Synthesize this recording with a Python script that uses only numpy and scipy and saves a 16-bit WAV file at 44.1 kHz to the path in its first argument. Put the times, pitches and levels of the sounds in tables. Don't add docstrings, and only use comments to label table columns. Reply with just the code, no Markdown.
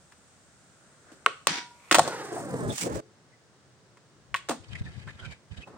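import sys
import numpy as np
from scipy import signal
from scipy.fft import rfft, irfft, next_fast_len
from scipy.io import wavfile
from scipy.ndimage import map_coordinates

SR = 44100
rng = np.random.default_rng(int(sys.argv[2]) if len(sys.argv) > 2 else 0)


def wav_out(sig):
    wavfile.write(sys.argv[1], SR, np.round(np.clip(np.atleast_2d(sig).T, -1, 1) * 32767).astype(np.int16))


N = 254456
T = np.arange(N) / SR
POP_S, RAIL_ON_S, RAIL_OFF_S, LANDED_S = 1.265, 1.471, 1.582, 1.97
SCENE_CHANGE_S = 3.006


def from_db(db):
    return 10 ** (np.asarray(db) / 20)


def unit_rms(x):
    return x / np.sqrt(np.mean(x ** 2) + 1e-20)


def gate(start, end, fade):
    return np.clip(np.minimum(T - start, end - T) / fade, 0, 1)


def swell(centre_s, width_s):
    return np.exp(-((T - centre_s) / width_s) ** 2 / 2)


def drift(per_s):
    return np.interp(T * per_s, np.arange(4096), rng.standard_normal(4096))


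def delayed(x, seconds):
    return map_coordinates(x, [(T - seconds) * SR], order=3)


def low_pass(x, hz):
    return signal.sosfilt(signal.butter(2, min(hz, .4 * SR), fs=SR, output="sos"), x)


def resonance(x, hz, q):
    return signal.lfilter(*signal.iirpeak(hz, max(q, .3), fs=SR), x)


def at_hz(points, hz):
    point_hz, value = np.transpose(points)
    return np.interp(np.log(hz + 1), np.log(point_hz), value)


def noise(colour, size=N, likeness=None, grain_db=0):
    # frequency in Hz, left-right correlation.
    usual_likeness = [(50, 0), (150, .7), (600, 0.91), (1200, 0.39), (2400, 0.12), (5000, 0)]
    n = next_fast_len(size, True)
    hz = np.arange(n // 2 + 1) * SR / n
    white = rng.standard_normal((2, n))
    grains = from_db(grain_db * np.repeat(rng.standard_normal(n // 32 + 1), 32)[:n])
    mid, side = rfft(white * grains)
    alike = np.clip(at_hz(likeness or usual_likeness, hz), -1, 1)
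    skirts = 1 / np.sqrt((1 + (colour[0][0] / 2 / (hz + 1)) ** 8) * (1 + (hz / colour[-1][0] / 2) ** 8))
    stereo = np.sqrt(1 + alike) * mid + np.sqrt(1 - alike) * side * [[1], [-1]]
    return unit_rms(irfft(stereo * skirts * from_db(at_hz(colour, hz)), n)[:, :size])


def air():
    # frequency in Hz, relative level in dB.
    by_rail = [(30, -24), (70, -2.5), (160, -1), (300, -8), (600, -9.5), (1000, -13.5), (1400, -12.5),
               (2300, -18.5), (5000, -19), (8600, -13), (9700, -27.5), (13000, -43), (15500, -33.5)]
    by_ledge = [(30, -42), (80, -8.5), (130, -0.5), (250, -10.5), (400, -9.5), (800, -16), (1700, -17),
                (2400, -23.5), (5200, -23.5), (8800, -26), (10000, -39), (13500, -58), (15500, -37)]
    return np.where(T < SCENE_CHANGE_S, from_db(-59.5) * noise(by_rail), from_db(-60) * noise(by_ledge))


def wind(eddies_per_s=18, eddy_db=6.5):
    # centre and width in seconds, left and right level in dB.
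    strong_puffs = [(2.68, 0.023, -34.5, -62), (2.945, 0.029, -33, -49), (4.336, .026, -49.5, -67),
                    (4.736, .03, -36.5, -57), (4.815, 0.0057, -29, -29.5), (4.867, 0.027, -41.5, -33.5),
                    (4.982, 0.017, -38.5, -48), (5.067, 0.027, -40, -51), (5.159, 0.0064, -40, -46.5),
                    (5.271, 0.031, -58, -35.5), (5.528, 0.014, -51, -35.5), (5.592, 0.016, -47, -34)]
    # frequency in Hz, relative level in dB.
    buffet_colour = [(35, -15), (62, 3), (120, 5), (180, -3.5), (300, -21.5), (600, -37.5)]
    puffs = sum(from_db([[left], [right]]) * swell(s, width) for s, width, left, right in strong_puffs)
    eddies = from_db([side_db + eddy_db * drift(eddies_per_s) for side_db in (-51, -62.5)])
    gust = eddies * swell(4.84, 0.29)
    return np.hypot(puffs, gust) * noise(buffet_colour, likeness=[(50, 0.044), (300, 0.36)])


def park_echo(x, near_db=-15.5, near_t60=0.35, far_db=-33, far_t60=0.41):
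    # frequency in Hz, relative level in dB.
    echo_colour = [(100, -10.5), (350, 2), (650, -5.5), (1300, -3), (2300, -1.5), (3500, 4), (8000, 2.5),
                   (16000, -21.5)]
    t = np.arange(SR) / SR
    ramps = from_db(near_db - 60 * t / near_t60) / np.sqrt(near_t60)
    trees = from_db(far_db - 60 * t / far_t60) / np.sqrt(far_t60)
    build_up = np.clip(t / 0.022, 0, 1)
    response = noise(echo_colour, size=SR) * (ramps + trees) * build_up * np.sqrt(np.log(1e6) / SR)
    return signal.fftconvolve(x, response, axes=1)[:, :N]


def run_up(start_db=-72, rise_db_per_s=7.5, crouch_db=8):
    # frequency in Hz, relative level in dB.
    wheel_colour = [(200, -12), (370, -0.5), (650, -2), (1000, -8.5), (1400, 3), (1850, -4), (3000, -20)]
    db = start_db + rise_db_per_s * T + crouch_db * swell(1.11, 0.03)
    return from_db(db) * gate(0, POP_S, .005) * noise(wheel_colour, grain_db=2)


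def free_spin(end_s=1.92, end_db=-53, rise_db_per_s=67.5):
    # frequency in Hz, relative level in dB.
    whirr_colour = [(700, -10), (1100, -2), (1800, -10.5), (2250, -0.5), (3000, -12.5), (5000, -18)]
    db = end_db - rise_db_per_s * np.maximum(end_s - T, 0)
    return from_db(db) * gate(RAIL_OFF_S, end_s, .01) * noise(whirr_colour, grain_db=3)


def squeaks(q=18):
    # centre in seconds, pitch in Hz, width in seconds, level in dB.
    slips = [(2.711, 3540, .012, -41.5), (2.824, 2250, 0.0096, -41.5), (3.335, 2010, .014, -63),
             (4.87, 1788, .0076, -43.5), (5.094, 1726, 0.0096, -46), (5.203, 3160, 0.007, -49),
             (5.323, 2280, .015, -50), (5.245, 1500, 0.02, -45.5), (5.26, 2350, 0.013, -49.5),
             (5.637, 2600, 0.0069, -46)]
    out = np.zeros((2, N))
    for s, hz, width, db in slips:
        span = abs(T - s) < 4 * width
        mid, side = rng.standard_normal((2, SR // 2))[:, :span.sum()]
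        hiss = mid + .7 * side * [[1], [-1]]
        tone = resonance(resonance(hiss, hz, q), hz, q / 3)
        out[:, span] += from_db(db) * swell(s, width)[span] * unit_rms(tone)
    return out


def ledge_slide(chatter_db=3.5, catch_db=5.5, rasp_q=9, fade_s=0.013):
    # frequency in Hz, relative level in dB.
    rasp_colour = [(700, -16), (1100, -20.5), (1550, -8.5), (2300, -5), (3000, -8), (4000, -14),
                   (5500, -17), (8500, -6.5), (10000, -13)]
    wheel_colour = [(150, 5), (350, 2.5), (700, -2), (1100, -3.5), (1600, -9), (3000, -28)]
    # start in seconds, length in seconds, level in dB.
    scrapes = [(4.698, 0.13, -55.5), (4.848, 0.056, -55), (4.909, 0.14, -63), (5.059, 0.061, -52.5),
               (5.183, 0.16, -53), (5.505, 0.055, -56.5), (5.559, .09, -53)]
    friction = noise(rasp_colour, likeness=[(1000, 0.21), (2200, -0.49), (5000, -0.12)], grain_db=2.5)
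    caught = sum(from_db(catch_db * drift(45)) * resonance(friction, hz, rasp_q)
                 for hz in np.geomspace(1100, 4600, num=8))
    bites = sum(from_db(db) * gate(s, s + length, fade_s) for s, length, db in scrapes)
    pressure = bites + from_db(-60) * gate(4.60, 5.39, .04)
    rasp = pressure * from_db(chatter_db * drift(90)) * unit_rms(low_pass(caught, 7000))
    wheels_down = from_db(-51.5) * gate(5.66, np.inf, fade_s)
    wheel_load = from_db(-5) * pressure + wheels_down
    return rasp + wheel_load * noise(wheel_colour, grain_db=2.5)


def rail_slide(bite_db=-28, sag_db_per_s=66, release_db_per_s=249.5, ring_db=-13, flutter_db=3.5):
    # frequency in Hz, relative level in dB.
    rub_colour = [(100, -19.5), (150, -12.5), (310, -4.5), (520, -16), (750, -9), (1200, -8.5), (1900, -3),
                  (2800, -6), (5000, -7.5), (6400, -11.5), (7600, -19.5), (9000, -21.5), (11500, -46),
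                  (16000, -33.5)]
    # pitch in Hz, relative level in dB, seconds to fade by 60 dB.
    rail_modes = [(750, -9.5, .15), (963, 1, .6), (1420, -8, 0.68), (1500, -4.5, .2), (1890, -3, 0.22),
                  (2250, -4, 0.31), (3170, -7, .15), (3580, -10.5, .2), (4900, -9.5, .16), (5700, -4, .12)]
    sag_db = sag_db_per_s * np.clip(T - RAIL_ON_S, 0, RAIL_OFF_S - RAIL_ON_S)
    release_db = release_db_per_s * np.maximum(T - RAIL_OFF_S, 0)
    force = from_db(bite_db - sag_db - release_db) * gate(RAIL_ON_S, LANDED_S, 0.0021)
    out = force * noise(rub_colour, grain_db=3)
    for hz, db, t60 in rail_modes:
        retained = from_db(-120 / (t60 * SR))
        energy = signal.lfilter([1 - retained], [1, -retained], force ** 2 + 1e-18)
        phase = 2 * np.pi * hz * T + 0.37 * np.array([drift(35), drift(35)])
        out += from_db(ring_db + db + flutter_db * drift(60)) * np.sqrt(energy) * np.sin(phase)
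    return out


def straight_pass(nearest_s=2.70, nearest_m=0.93, speed_m_per_s=3.68):
    along_m = speed_m_per_s * (T - nearest_s)
    return nearest_m / np.hypot(nearest_m, along_m), .5 + np.arctan2(along_m, nearest_m) / np.pi


def wheel_roar(near, near_db, reflection=0.92, longest_delay_s=.0046):
    # frequency in Hz, relative level in dB.
    roar_colour = [(200, -15.5), (300, -4.5), (430, -4.5), (750, -9), (1100, -12.5), (1800, -14),
                   (2400, -24.5), (3500, -27.5)]
    roar = noise(roar_colour, likeness=[(300, 1.0), (2000, 0.77)], grain_db=-0.5)
    treble = signal.sosfilt(signal.butter(1, 1000, "high", fs=SR, output="sos"), roar)
    treble_gain = from_db(-18 - 4.25 * np.maximum(near_db, -8))
    roar = roar + (treble_gain - 1) * treble
    bounce = np.array([delayed(low_pass(side, 1000), longest_delay_s * near) for side in roar])
    return (roar + reflection * bounce) / np.hypot(1, reflection)


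def grit_and_skid(skid_s=2.69, lift_db=2.4, flutter_db=3.5):
    # frequency in Hz, relative level in dB.
    grit_colour = [(1500, -10.5), (2200, -12), (2900, -23.5), (4500, -9), (7000, -2.5), (9000, 3.5),
                   (10300, -20), (12500, -20), (15300, -11.5), (16500, -24.5)]
    skid_colour = [(1400, -5), (2250, -2), (4000, -6), (5500, -1.5), (8000, 2), (10500, -9.5), (12500, -24),
                   (15300, -10)]
    # time in seconds, relative level in dB.
    grit_level = [(2.03, -48), (2.054, -50), (2.158, -59), (2.328, -54.5), (2.376, -45.5), (2.44, -53.5),
                  (2.66, -53.5), (2.828, -34.5), (2.898, -58.5), (2.96, -50), (2.99, -56)]
    slip = gate(skid_s, 3.3, 0.042)
    sizzle = np.sqrt(1 - slip) * noise(grit_colour, grain_db=3)
    scuff = np.sqrt(slip) * noise(skid_colour, grain_db=3)
    grit_db = np.interp(T, *np.transpose(grit_level))
    return from_db(lift_db + grit_db + flutter_db * drift(110)) * (sizzle + scuff)


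def roll_past(stall_s=2.778, bumps_db=1.25, pan_db=7.5, left_lag_s=.00055, shudder_t60=0.5):
    # frequency in Hz, relative level in dB.
    rumble_colour = [(30, -22.5), (60, -18.5), (130, 8.5), (280, 1.5), (400, -8.5), (700, -35)]
    near, swept = straight_pass()
    near_db = 20 * np.log10(near)
    turning = from_db(-32 * swell(stall_s, .025) + bumps_db * drift(50))
    wheels = from_db(-32.5 + 1.69 * near_db) * turning * wheel_roar(near, near_db) + grit_and_skid()
    pan = from_db(pan_db * swept * np.array([[-.5], [.5]]))
    wheels = np.array([delayed(wheels[0], left_lag_s * swept), wheels[1]]) * pan
    shudder = from_db(-32 - 60 * np.maximum(T - LANDED_S, 0) / shudder_t60)
    rumble_level = from_db(-31 + 3.9 * near_db) + shudder
    rumble = rumble_level * from_db([[1.5], [-1.5]]) * noise(rumble_colour) * turning
    return (wheels + rumble) * gate(LANDED_S, SCENE_CHANGE_S, 0.0035)


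def knocks(snap=2.3, ring=0.1, clatter=0.61, rise_s=.0006, wood_hz=(110, 4400), left_lag_s=.00003):
    # start in seconds, body level in dB, colour in Hz,
    # treble crack level in dB, seconds for the contact to fade by 60 dB.
    blows = [(0.121, -57.5, 1280, -63, 0.058), (1.117, -51, 338, -58, 0.2),
             (1.2617, -25.5, 2800, -34.5, 0.0058), (1.2623, -17.5, 1380, -44, 0.019),
             (1.263, -36, 428, -63, 0.15), (1.470, -22.5, 1150, -23, 0.017),
             (1.499, -39.5, 183, -79, 0.039), (1.912, -19.5, 1780, -28, 0.022),
             (1.915, -23.5, 387, -27, 0.086), (1.924, -23.5, 1800, -26, 0.038),
             (1.9446, -19.5, 1320, -21, 0.042), (1.951, -18, 970, -23, 0.06),
             (1.9842, -18.5, 634, -27.5, 0.022), (1.9926, -14, 774, -24.5, 0.024),
             (2.076, -31, 724, -37.5, 0.068), (2.318, -32, 407, -93, 0.3), (2.364, -33, 750, -76, 0.23),
             (2.541, -36.5, 444, -58, 0.021), (2.629, -43, 210, -74, 0.065), (2.862, -28, 416.7, -71, 0.14),
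             (2.954, -32, 408, -59, 0.074), (3.971, -59, 1197, -68, 0.039),
             (4.343, -26.5, 1800, -41.5, 0.027), (4.348, -30.5, 1090, -78, 0.033),
             (4.359, -39.5, 2320, -43, 0.096), (4.487, -36, 930, -36, 0.15),
             (4.494, -31.5, 585, -36, 0.021), (4.495, -31.5, 260, -60, 0.2), (4.507, -29.5, 780, -40, 0.11),
             (5.076, -46.5, 1500, -65, 0.099), (5.672, -49.5, 827, -62.5, 0.14)]
    # pitch in Hz, relative level in dB, nominal decay in seconds.
    deck_modes = [(160, -12.5, 0.054), (321.8, 1, 0.029), (440, -10.5, .06), (540, -4.5, 0.052),
                  (681, -5, .05), (883, -11, 0.046), (1094, -2.5, 0.033), (1333, -1.5, 0.018),
                  (1840, -12, 0.053), (2120, -8, .035), (2550, -4.5, 0.038), (3570, -10, 0.038)]
    # frequency in Hz, relative level in dB.
    crack_colour = [(1200, -17.5), (2500, -1), (4000, 1.5), (6000, -0.5), (8800, 1.5), (10500, -15),
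                    (13000, -23.5), (15300, -9), (16500, -23.5)]
    crack_likeness = [(2000, .4), (4500, -0.39), (8000, -.35), (12000, -.1)]
    wood_band = signal.butter(4, wood_hz, "band", fs=SR, output="sos")
    t = np.arange(int(.2 * SR)) / SR
    out = np.zeros((2, N + len(t)))
    hz, mode_db, t60 = np.array(deck_modes).T[:, :, None]
    for s, body_db, colour_hz, crack_db, contact_t60 in blows:
        strength = from_db(mode_db + rng.standard_normal(hz.shape))
        ring_t60 = t60 * np.sqrt(contact_t60 / 0.014)
        loaded_hz = hz * (1 + 0.014 * rng.standard_normal(hz.shape))
        modes = np.sum(strength * np.cos(2 * np.pi * loaded_hz * t) * from_db(-60 * t / ring_t60), axis=0)
        contact = from_db(-60 * t / contact_t60) * (1 - np.exp(-t / rise_s))
        mid, side = rng.standard_normal((2, len(t)))
        hardware = contact * (mid + 0.47 * side * [[1], [-1]])
        body = snap * (t == 0) + ring * modes + clatter * hardware
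        q = 0.36 + 0.1052 * (body_db - crack_db)
        body = resonance(resonance(body, colour_hz, q), colour_hz, 0.7)
        body = signal.sosfilt(wood_band, low_pass(body, 4 * colour_hz))
        crack = noise(crack_colour, size=len(t), likeness=crack_likeness) * contact
        blow = from_db(body_db) * unit_rms(body) + from_db(crack_db) * unit_rms(crack)
        start = int(s * SR)
        out[:, start:start + len(t)] += blow / np.sqrt(10)
    return np.array([delayed(out[0, :N], left_lag_s), out[1, :N]])


def scene():
    board = knocks() + rail_slide() + squeaks() + free_spin()
    return board + park_echo(board) + run_up() + roll_past() + ledge_slide() + wind() + air()


def record(dry):
    top_cut = signal.cheby2(14, 70, 17100, fs=SR, output="sos")
    return signal.sosfilt(top_cut, np.clip(dry, -1, 1))


dry = scene()
out = record(dry)
wav_out(out)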